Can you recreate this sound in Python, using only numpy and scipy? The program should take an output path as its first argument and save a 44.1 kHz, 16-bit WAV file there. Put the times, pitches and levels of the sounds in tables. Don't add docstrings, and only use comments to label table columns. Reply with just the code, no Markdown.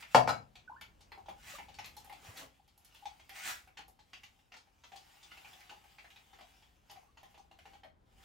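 import sys
import numpy as np
from scipy import signal
from scipy.fft import rfft, irfft
from scipy.io import wavfile
from scipy.ndimage import uniform_filter1d

SR = 44100
rng = np.random.default_rng(int(sys.argv[2]) if len(sys.argv) > 2 else 0)


def master_out(mix):
    frames = np.transpose(np.atleast_2d(mix))
    ceiling = np.clip(frames, -1, 1)
    pcm = np.round(ceiling * 32767).astype(np.int16)
    wavfile.write(sys.argv[1], SR, pcm)


N = 363384
TIME = np.arange(N) / SR


def amp(db):
    return 10 ** (np.asarray(db) / 20)


def unit(x):
    return x / np.sqrt(np.mean(x ** 2) + 1e-20)


def read(points, hz):
    f, value = np.transpose(points)
    return np.interp(np.log(hz + 1), np.log(f + 1), value)


def add(mix, s, sound):
    part = mix[max(round(s * SR), 0):][:len(sound)]
    part += sound[:len(part)]


def colour(x, points):
    size = x.shape[-1]
    gain = amp(read(points, np.fft.rfftfreq(size, 1 / SR)))
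    return unit(irfft(rfft(x) * gain, size))


def noise(points, size=4096):
    return colour(rng.standard_normal(size), points)


def burst(x, rise_s, fall_s):
    t = TIME[:len(x)]
    return x * (1 - np.exp(-t / rise_s)) * np.exp(-t / fall_s)


def ring(modes, rise_s):
    t = TIME[:SR]
    waves = sum((-1) ** k * amp(db - 60 * t / t60) * np.sin(2 * np.pi * hz * t)
                for k, (hz, db, t60) in enumerate(modes))
    return waves * (1 - np.exp(-t / rise_s))


def friction(per_s, spread_db, smooth):
    sizes = amp(spread_db * np.minimum(rng.exponential(1, N), 4))
    slips = sizes * rng.standard_normal(N) * (rng.random(N) < per_s / SR)
    return unit(slips) + smooth * rng.standard_normal(N)


def mottle(x, depth_db):
    spectra = signal.stft(x, SR, nperseg=512)[2]
    bands = uniform_filter1d(rng.standard_normal(spectra.shape), size=5, axis=0)
    patches = unit(uniform_filter1d(bands, size=9, axis=1))
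    return signal.istft(spectra * unit(amp(depth_db * patches)), SR, nperseg=512)[1][:N]


def strokes(rows, edge_db=20):
    return sum(amp(db - edge_db * np.maximum((s - TIME) / rise_s, (TIME - s) / fall_s))
               for s, db, rise_s, fall_s in rows)


def diffuse(size):
    # frequency in Hz, coherence between the ports.
    coherence = [(60, 0.86), (130, 0.94), (290, 0.5), (640, -0.19), (1400, -0.028), (3100, 0.36), (6800, 1),
                 (15000, 0.87)]
    a, b = rfft(rng.standard_normal((2, size)))
    same = np.clip(read(coherence, np.fft.rfftfreq(size, 1 / SR)), -1, 1)
    return irfft(np.array([a, same * a + np.sqrt(1 - same ** 2) * b]), size)


def room(x, wet_db, echo_db, tails=2, build_s=0.0026):
    # delay in seconds, relative gain, right-port lag in seconds.
    echoes = [(.0062, 0.36, -0.019), (0.011, 0.36, -0.0032), (.018, 0.31, 0.016), (.0245, .2, 0.014),
              (0.034, .12, 0.015), (.048, 0.14, -0.0009)]
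    # frequency in Hz, seconds the room takes to fall 60 dB.
    reverb_times = [(100, .6), (300, .32), (800, .26), (2500, .23), (6000, .22), (15000, .2)]
    out, t = np.array([x, x]), TIME[:SR * 3 // 4]
    for delay, gain, lag in echoes:
        add(out[0], delay, amp(echo_db) * gain * x)
        add(out[1], delay + lag, amp(echo_db) * gain * x)
    for k in range(tails):
        hz, at, spectra = signal.stft(diffuse(len(t)), SR, nperseg=256)
        decay = amp(-60 * at / read(reverb_times, hz)[:, None])
        tail = signal.istft(spectra * decay, SR, nperseg=256)[1][:, :len(t)]
        tail *= 1 - np.exp(-t / build_s)
        tail /= np.linalg.norm(tail[0])
        share = np.sqrt(2 / tails) * np.cos(np.pi * (TIME + k / tails))
        out += amp(wet_db) * signal.oaconvolve((x * share)[None], tail, axes=1)[:, :N]
    return out


def room_tone():
    # time in seconds, level in dB.
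    levels = [(0, -67.5), (1.898, -62), (2.6, -72), (3.298, -68.5), (4.5, -71.5), (6.502, -69.5),
              (8.24, -65.5)]
    # frequency in Hz, relative noise density in dB.
    rumble_spectrum = [(20, -2), (45, 2), (70, 0), (120, -9), (200, -11.5), (400, -17), (1000, -21.5),
                       (4000, -42), (16000, -58.5)]
    return colour(diffuse(N), rumble_spectrum) * amp(np.interp(TIME, *np.transpose(levels)))


def coat():
    # time of the peak in seconds, its relative level in dB, rise and fall in seconds.
    swishes = [(0.01, -48, 0.087, 0.014), (0.125, -51.5, 0.064, 0.027), (1.485, -47, 0.11, 0.15),
               (1.555, -51, 0.079, 0.021), (2.27, -53, 0.11, 0.15), (2.385, -46, 0.047, 0.06),
               (3.365, -48, 0.065, 0.18), (3.475, -34.5, 0.08, 0.08)]
    # frequency in Hz, relative noise density in dB.
    cloth_spectrum = [(80, -16.5), (300, -13.5), (480, -14), (800, 1), (1100, -2.5), (1600, 3), (2500, 4),
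                      (3500, -3), (7000, -5.5), (11000, -13), (16000, -11.5)]
    weave = colour(friction(per_s=2600, spread_db=2, smooth=.6), cloth_spectrum)
    return amp(-8) * strokes(swishes) * mottle(weave, depth_db=2.3)


def squelch(hz, q, octaves_per_s=14):
    t = TIME[:4096]
    lowpass = signal.butter(2, min(hz / q / 2, SR / 4), fs=SR, output="sos")
    band = signal.sosfilt(lowpass, rng.standard_normal((2, len(t))))
    turns = np.cumsum(hz * 2 ** (octaves_per_s * (t - .008))) / SR
    return unit(band[0] * np.cos(2 * np.pi * turns) + band[1] * np.sin(2 * np.pi * turns))


def gulp(hz, t60_s=0.046, sag_share=0.13):
    t = TIME[:4096]
    glide = hz * (1 + sag_share * (np.exp(-4 * t / t60_s) - .5))
    swell = 1 - np.exp(-t / .0012)
    return swell * amp(5.5 - 60 * t / t60_s) * np.sin(2 * np.pi * np.cumsum(glide) / SR)


def stick_taps(usual_squelch_hz=2970):
    # start in seconds, tick level in dB, squelch pitch in Hz, hollow level in dB,
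    # hollow pitch in Hz, wet snap level in dB. Levels are relative.
    touches = [(0.0234, -41, 2087, -59, 930, -71), (0.554, -46, 3337, -62, 734, -71),
               (0.8109, -40.5, 2693, -65.5, 886, -56.5), (1.0062, -51, 4740, -66.5, 820, -70),
               (1.1178, -43, 1690, -50, 850, -69), (1.1754, -57, 2870, -50.5, 800, -87),
               (1.259, -51.5, 2880, -56, 846, -86), (1.284, -45.5, 2826, -41.5, 802, -88),
               (1.5844, -41.5, 2080, -48.5, 890, -74), (1.6836, -48.5, 2820, -55.5, 790, -82),
               (1.7404, -46.5, 4290, -74, 890, -77), (1.7865, -37.5, 2534, -51.5, 863, -63),
               (1.8435, -40, 3270, -73, 829, -62), (1.858, -44, 2040, -80, 790, -51),
               (1.9664, -45.5, 5560, -55.5, 850, -52.5), (2.0448, -55.5, 1870, -61, 800, -56.5),
               (2.0961, -46.5, 1697, -51.5, 833, -62), (2.1256, -46, 3150, -59, 840, -59),
               (2.2451, -50.5, 3320, -60, 798, -65), (2.372, -41, 3180, -71, 810, -52),
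               (2.677, -57, 4050, -73, 800, -72), (2.7766, -66, 6280, -71, 800, -61),
               (2.8466, -53.5, 5190, -86, 658, -57), (2.9461, -48, 2925, -70, 887, -63),
               (3.055, -41, 3230, -50.5, 790, -67), (3.1956, -49.5, 2995, -60.5, 830, -86),
               (3.2928, -42, 2300, -63, 817, -53), (3.6731, -52.5, 1923, -62.5, 758, -68),
               (3.7712, -41.5, 2980, -59, 886, -81), (3.7879, -45, 1775, -53.5, 800, -70),
               (3.8806, -59.5, 6920, -61, 770, -59), (3.99, -52, 3384, -63.5, 856, -91),
               (4.132, -40.5, 2483, -65, 747, -76), (4.2334, -45, 2965, -66, 805, -64),
               (4.388, -61, 2490, -76, 812, -78.5), (4.5192, -45.5, 2350, -59.5, 723, -83),
               (4.539, -45.5, 2760, -62, 724, -83), (4.5654, -47.5, 4560, -62.5, 870, -76),
               (4.67, -64.5, 2216, -70, 800, -85), (4.8365, -46.5, 2715, -58.5, 930, -89),
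               (4.9184, -46.5, 2770, -53.5, 747, -83), (4.9591, -45, 4070, -54.5, 780, -63),
               (5.2276, -47.5, 4450, -66, 802, -75), (5.3155, -44.5, 1973, -75, 755, -77),
               (5.3724, -47, 2630, -58, 800, -65), (5.446, -47.5, 2380, -55.5, 815, -72),
               (5.5299, -49.5, 3420, -62, 793, -63), (5.6042, -48.5, 2350, -80, 994, -66),
               (5.6951, -42.5, 2694, -60, 830, -76), (5.7124, -58, 2460, -49.5, 820, -81),
               (5.7634, -62, 2900, -62, 840, -82), (5.8394, -53, 1980, -63, 801, -69),
               (5.983, -46, 2363, -61, 796, -88), (6.0432, -47.5, 1837, -62, 687, -79),
               (6.1013, -50, 2590, -84, 751, -69), (6.1597, -47.5, 2290, -67, 803, -71),
               (6.33, -48, 2060, -60.5, 784, -73), (6.3869, -46.5, 1475, -56.5, 702, -75),
               (6.4084, -49, 2954, -53.5, 690, -75), (6.6223, -53.5, 2950, -69, 847, -79),
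               (6.8962, -46.5, 4370, -56.5, 820, -68), (6.9132, -50, 2920, -53, 804, -57),
               (6.9585, -52, 2300, -57, 776, -88), (7.0298, -70, 2440, -62.5, 832, -76),
               (7.171, -49, 2930, -58.5, 863, -80), (7.2305, -50.5, 2576, -54, 792, -66),
               (7.3429, -51.5, 2610, -61, 830, -80), (7.3764, -53, 4620, -56.5, 810, -75),
               (7.5116, -52, 2920, -58, 785, -77), (7.5868, -50, 2605, -63.5, 698, -69),
               (7.654, -48, 2320, -52.5, 793, -81), (7.7333, -50, 2760, -57, 807, -83),
               (7.8329, -48.5, 1707, -56.5, 778, -88), (7.8469, -65, 2970, -55, 617, -81)]
    # frequency in Hz, relative density in dB.
    tick_spectrum = [(200, -13), (600, -14.5), (1300, -5.5), (2000, -2), (2700, -0.5), (3600, -3),
                     (4600, -7), (7000, -13.5), (10000, -29.5), (16000, -32)]
    snap_spectrum = [(2000, -20.5), (5000, -3), (8000, -5), (12000, 4.5), (16000, -9)]
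    slap_spectrum = [(150, -11), (300, -5), (650, 0.5), (1100, -1.5), (2200, -29)]
    ticks, snaps, hollow = np.zeros((3, N))
    for s, tick_db, squelch_hz, hollow_db, hollow_hz, snap_db in touches:
        shift = (squelch_hz / usual_squelch_hz) ** .6
        tick = noise([(hz * shift, db) for hz, db in tick_spectrum])
        cushion_s = .0017 * amp(np.clip(-44 - tick_db, -10, 10))
        add(ticks, s, amp(tick_db - 5) * burst(tick, rise_s=cushion_s, fall_s=0.0065))
        add(ticks, s, amp(tick_db - 11.5) * burst(squelch(squelch_hz, q=2.1), rise_s=.007, fall_s=.011))
        add(snaps, s, amp(snap_db) * burst(noise(snap_spectrum), rise_s=0.0008, fall_s=0.006))
        slap = amp(-8) * burst(noise(slap_spectrum), rise_s=.002, fall_s=.012)
        add(hollow, s, amp(hollow_db) * (gulp(hollow_hz) + slap))
    return (room(mottle(ticks, depth_db=2.0), wet_db=3.3, echo_db=-2, tails=4)
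            + room(snaps, wet_db=-2.5, echo_db=-3)
            + room(hollow, wet_db=1.5, echo_db=-1.5, tails=4))


def damped(modes, t60_s=.112):
    return [(hz, db, t60_s / max(hz / 1000, 1) ** .26) for hz, db in modes]


def knock():
    # start in seconds, then relative levels in dB of wood ring, thud, crack and clink.
    blows = [(0.1458, -19, -10, -20, -56.5), (0.1515, -30.5, -7.5, -21, -51.5),
             (0.2747, -35.5, -23.5, -32, -57), (0.2803, -41, -27, -36, -51.5),
             (0.29, -46.5, -32, -28.5, -36), (0.2962, -53, -35.5, -36, -53.5),
             (0.366, -74, -63, -54, -60.5)]
    # frequency in Hz, relative level in dB.
    wood_modes = [(265, -17.5), (570, -7), (644, -7), (724, -1), (785, -2.5), (883, -6.5), (912, -6.5),
                  (988, -5.5), (1125, -11), (1345, -9), (1508, -12), (1630, -11.5), (1841, -24),
                  (2225, -12), (2347, -12), (2670, -16), (2837, -19), (3278, -17), (3709, -21),
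                  (4580, -13.5), (4990, -18), (6050, -17), (7542, -24)]
    clink_modes = [(732, 4), (824, 2), (1254, -3), (1335, 0), (1470, -1), (2239, -7), (2900, -12),
                   (4064, -3.5), (5066, -13), (7246, -15)]
    # frequency in Hz, relative level in dB, seconds to fall 60 dB.
    thud_modes = [(126, -23, .16), (259, -16.5, .16), (470, -15, .1), (610, -7, .05), (735, .5, .032),
                  (890, 1.5, .021), (1010, -1.5, .024), (1340, -8, .02)]
    # frequency in Hz, relative noise density in dB.
    crack_spectrum = [(30, -23.5), (65, 1.5), (120, -2), (180, -8.5), (300, -0.5), (800, 5.5), (1800, 0.5),
                      (3000, -8.5), (5000, -11), (7500, -19.5), (10000, -25), (16000, -32.5)]
    wood = ring(damped(wood_modes), rise_s=0.0016)
    clink = ring(damped(clink_modes), rise_s=0.0016)
    thud = ring(thud_modes, rise_s=0.0031)
    thuds, clatter = np.zeros((2, N))
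    for s, wood_db, thud_db, crack_db, clink_db in blows:
        add(thuds, s, amp(thud_db) * thud)
        add(clatter, s, amp(wood_db) * wood + amp(clink_db) * clink)
        add(clatter, s, amp(crack_db) * burst(noise(crack_spectrum), rise_s=.0005, fall_s=0.0069))
    heard = room(thuds, wet_db=-3.0, echo_db=-2.5) + room(clatter, wet_db=0.0, echo_db=-3.0)
    return heard * amp([[1.5], [-1.5]])


def wet_crackle(per_s, spread_db):
    out, t = np.zeros(N), TIME[:1500]
    for when, pitch, chance in rng.random((round(per_s * N / SR), 3)):
        hz = 1500 * 3.6 ** pitch
        db = spread_db * min(-np.log(1 - chance), 3)
        ping = np.sin(2 * np.pi * hz * t * (1 + 3 * t)) * t * np.exp(-t / 0.0012)
        add(out, when * N / SR, amp(db) * ping)
    return unit(out)


def stirring(hollow_hz=790):
    # time in seconds, relative level in dB.
    effort = [(0.5, -83.5), (0.9, -82), (1.7, -76), (2.1, -70.5), (2.7, -84.5), (3.0, -70.5), (3.45, -81.5),
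              (3.92, -85.5), (4.25, -77), (4.45, -83.5), (4.72, -82.5), (5.0, -70.5), (5.55, -66.5),
              (5.8, -72.5), (6.3, -74.5), (6.55, -74), (6.79, -83), (6.98, -73.5), (7.12, -85),
              (7.3, -76.5), (7.48, -86.5), (7.73, -73.5), (7.92, -100.5), (8.24, -68.5)]
    # frequency in Hz, relative noise density in dB.
    scrape_spectrum = [(200, -12.5), (600, -13.5), (1200, -2), (2000, -1.5), (2900, 2), (4000, -5.5),
                       (7000, -8), (10000, -13.5), (16000, -13)]
    slips = friction(per_s=900, spread_db=1.5, smooth=1.0)
    scrape = amp(-2.0) * mottle(colour(slips, scrape_spectrum), depth_db=2.0)
    drag = colour(slips, [(150, 7.5), (300, 3.0), (470, -12.5), (800, -6.0), (2000, -11.0)])
    hollow = amp(-10.5) * unit(signal.lfilter(*signal.iirpeak(hollow_hz, Q=5.1, fs=SR), drag))
    crackle = amp(-12) * wet_crackle(per_s=70, spread_db=2.5)
    return amp(np.interp(TIME, *np.transpose(effort))) * (scrape + hollow + crackle)


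def smacks(rise_s=.002, fall_s=.0055, glide_per_s=8):
    # start in seconds, pitch in Hz, relative level in dB.
    cavities = [(0.556, 2407, -51.5), (1.119, 4290, -49.5), (1.789, 5420, -47.5), (3.773, 1790, -49),
                (4.134, 2550, -47), (4.236, 2800, -50), (4.52, 2750, -46), (4.96, 4230, -51),
                (5.311, 2900, -46), (5.373, 2670, -48), (5.447, 2410, -46), (5.531, 3460, -50),
                (5.695, 2845, -43), (6.16, 3850, -54), (6.902, 3000, -50), (7.512, 2830, -56),
                (7.654, 2800, -55), (7.834, 3180, -51.5)]
    out, t = np.zeros(N), TIME[:4096]
    for s, hz, db in cavities:
        turns = np.cumsum(hz * (1 + glide_per_s * (t - fall_s))) / SR
        add(out, s, amp(db) * burst(np.sin(2 * np.pi * turns), rise_s, fall_s))
    return room(out, wet_db=0, echo_db=-4, tails=4)


def bloops():
    # start and length in seconds, first and last pitch in Hz, level in dB.
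    pockets = [(0.675, 0.017, 1530, 1480, -49), (0.696, 0.012, 808, 930, -45),
               (0.715, 0.011, 890, 1040, -45.5), (0.728, 0.034, 970, 1125, -58),
               (0.76, 0.016, 1380, 1640, -54), (0.771, 0.037, 1690, 1870, -65),
               (1.179, 0.018, 730, 834, -54), (1.534, 0.02, 550, 605, -53.5),
               (1.549, 0.015, 1110, 1300, -49), (1.59, .019, 895, 740, -48.5),
               (1.686, 0.013, 840, 760, -61), (1.788, 0.015, 902, 792, -42.5),
               (1.969, 0.017, 915, 810, -53.5), (2.074, 0.01, 800, 760, -56), (2.1, 0.01, 880, 790, -53),
               (2.121, 0.02, 864, 744, -47), (2.594, 0.013, 807, 800, -62.5), (3.021, 0.026, 847, 774, -54),
               (3.053, 0.025, 886, 767, -39.5), (3.303, 0.035, 790, 780, -58),
               (4.926, 0.046, 777, 815, -56.5), (6.968, 0.024, 750, 746, -54.5),
               (7.079, 0.033, 1080, 1190, -72), (7.393, 0.015, 808, 786, -56),
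               (7.736, 0.034, 800, 813, -58)]
    out = np.zeros(N)
    for s, length, first_hz, last_hz, db in pockets:
        hz = np.linspace(first_hz, last_hz, round(length * SR))
        tone = np.sin(2 * np.pi * np.cumsum(hz) / SR)
        add(out, s, amp(db) * tone * signal.windows.tukey(len(hz), .55))
    return room(out, wet_db=-5.5, echo_db=-4)


def foot():
    # start in seconds, pitch in Hz, level in dB.
    steps = [(2.284, 99, -36.5)]
    # time of the peak in seconds, its relative level in dB, rise and fall in seconds.
    scuffs = [(2.29, -59, 0.16, 0.079), (2.43, -53, 0.096, 0.035)]
    # frequency in Hz, relative noise density in dB.
    sole_spectrum = [(50, -21), (150, -4), (290, -0.5), (390, -3.5), (520, 1), (1200, -2.5), (2200, -14),
                     (8000, -23)]
    bumps = np.zeros(N)
    for s, hz, db in steps:
        add(bumps, s, ring([(hz, db, .07)], rise_s=.008))
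    slide = amp(-4.0) * strokes(scuffs) * noise(sole_spectrum, size=N)
    return bumps + room(slide, wet_db=-1, echo_db=3.5)


def scene():
    rubbing = room(coat() + stirring(), wet_db=3.5, echo_db=0.5)
    return knock() + stick_taps() + smacks() + rubbing + foot() + bloops() + room_tone()


def record(dry, low_cut_hz=42, band_limit_hz=15900):
    # frequency in Hz, gain of the left-right difference in dB.
    width = [(60, 2.5), (130, 0.5), (300, 0), (700, -0.5), (1200, 2.5), (2400, 0), (4400, 0), (8000, 11),
             (15000, 10.5)]
    # frequency in Hz, left gain minus right gain in dB.
    lean = [(60, 1), (200, 1), (380, 1.5), (700, 6.5), (1290, -0.5), (2380, 1), (4400, 5), (8000, 1.5),
            (15000, 2)]
    low_cut = signal.butter(3, low_cut_hz, "highpass", fs=SR, output="sos")
    left, right = rfft(signal.sosfilt(low_cut, dry))
    hz = np.fft.rfftfreq(N, 1 / SR)
    mid = (left + right) / 2
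    side = amp(read(width, hz)) * (left - right) / 2
    balance = amp(np.outer([.5, -.5], read(lean, hz)))
    heard = irfft(np.array([mid + side, mid - side]) * balance, N)
    band_limit = signal.firwin(511, band_limit_hz, window=("kaiser", 9), fs=SR)
    return signal.oaconvolve(heard, band_limit[None], "same")


dry = scene()
out = record(dry)
master_out(out)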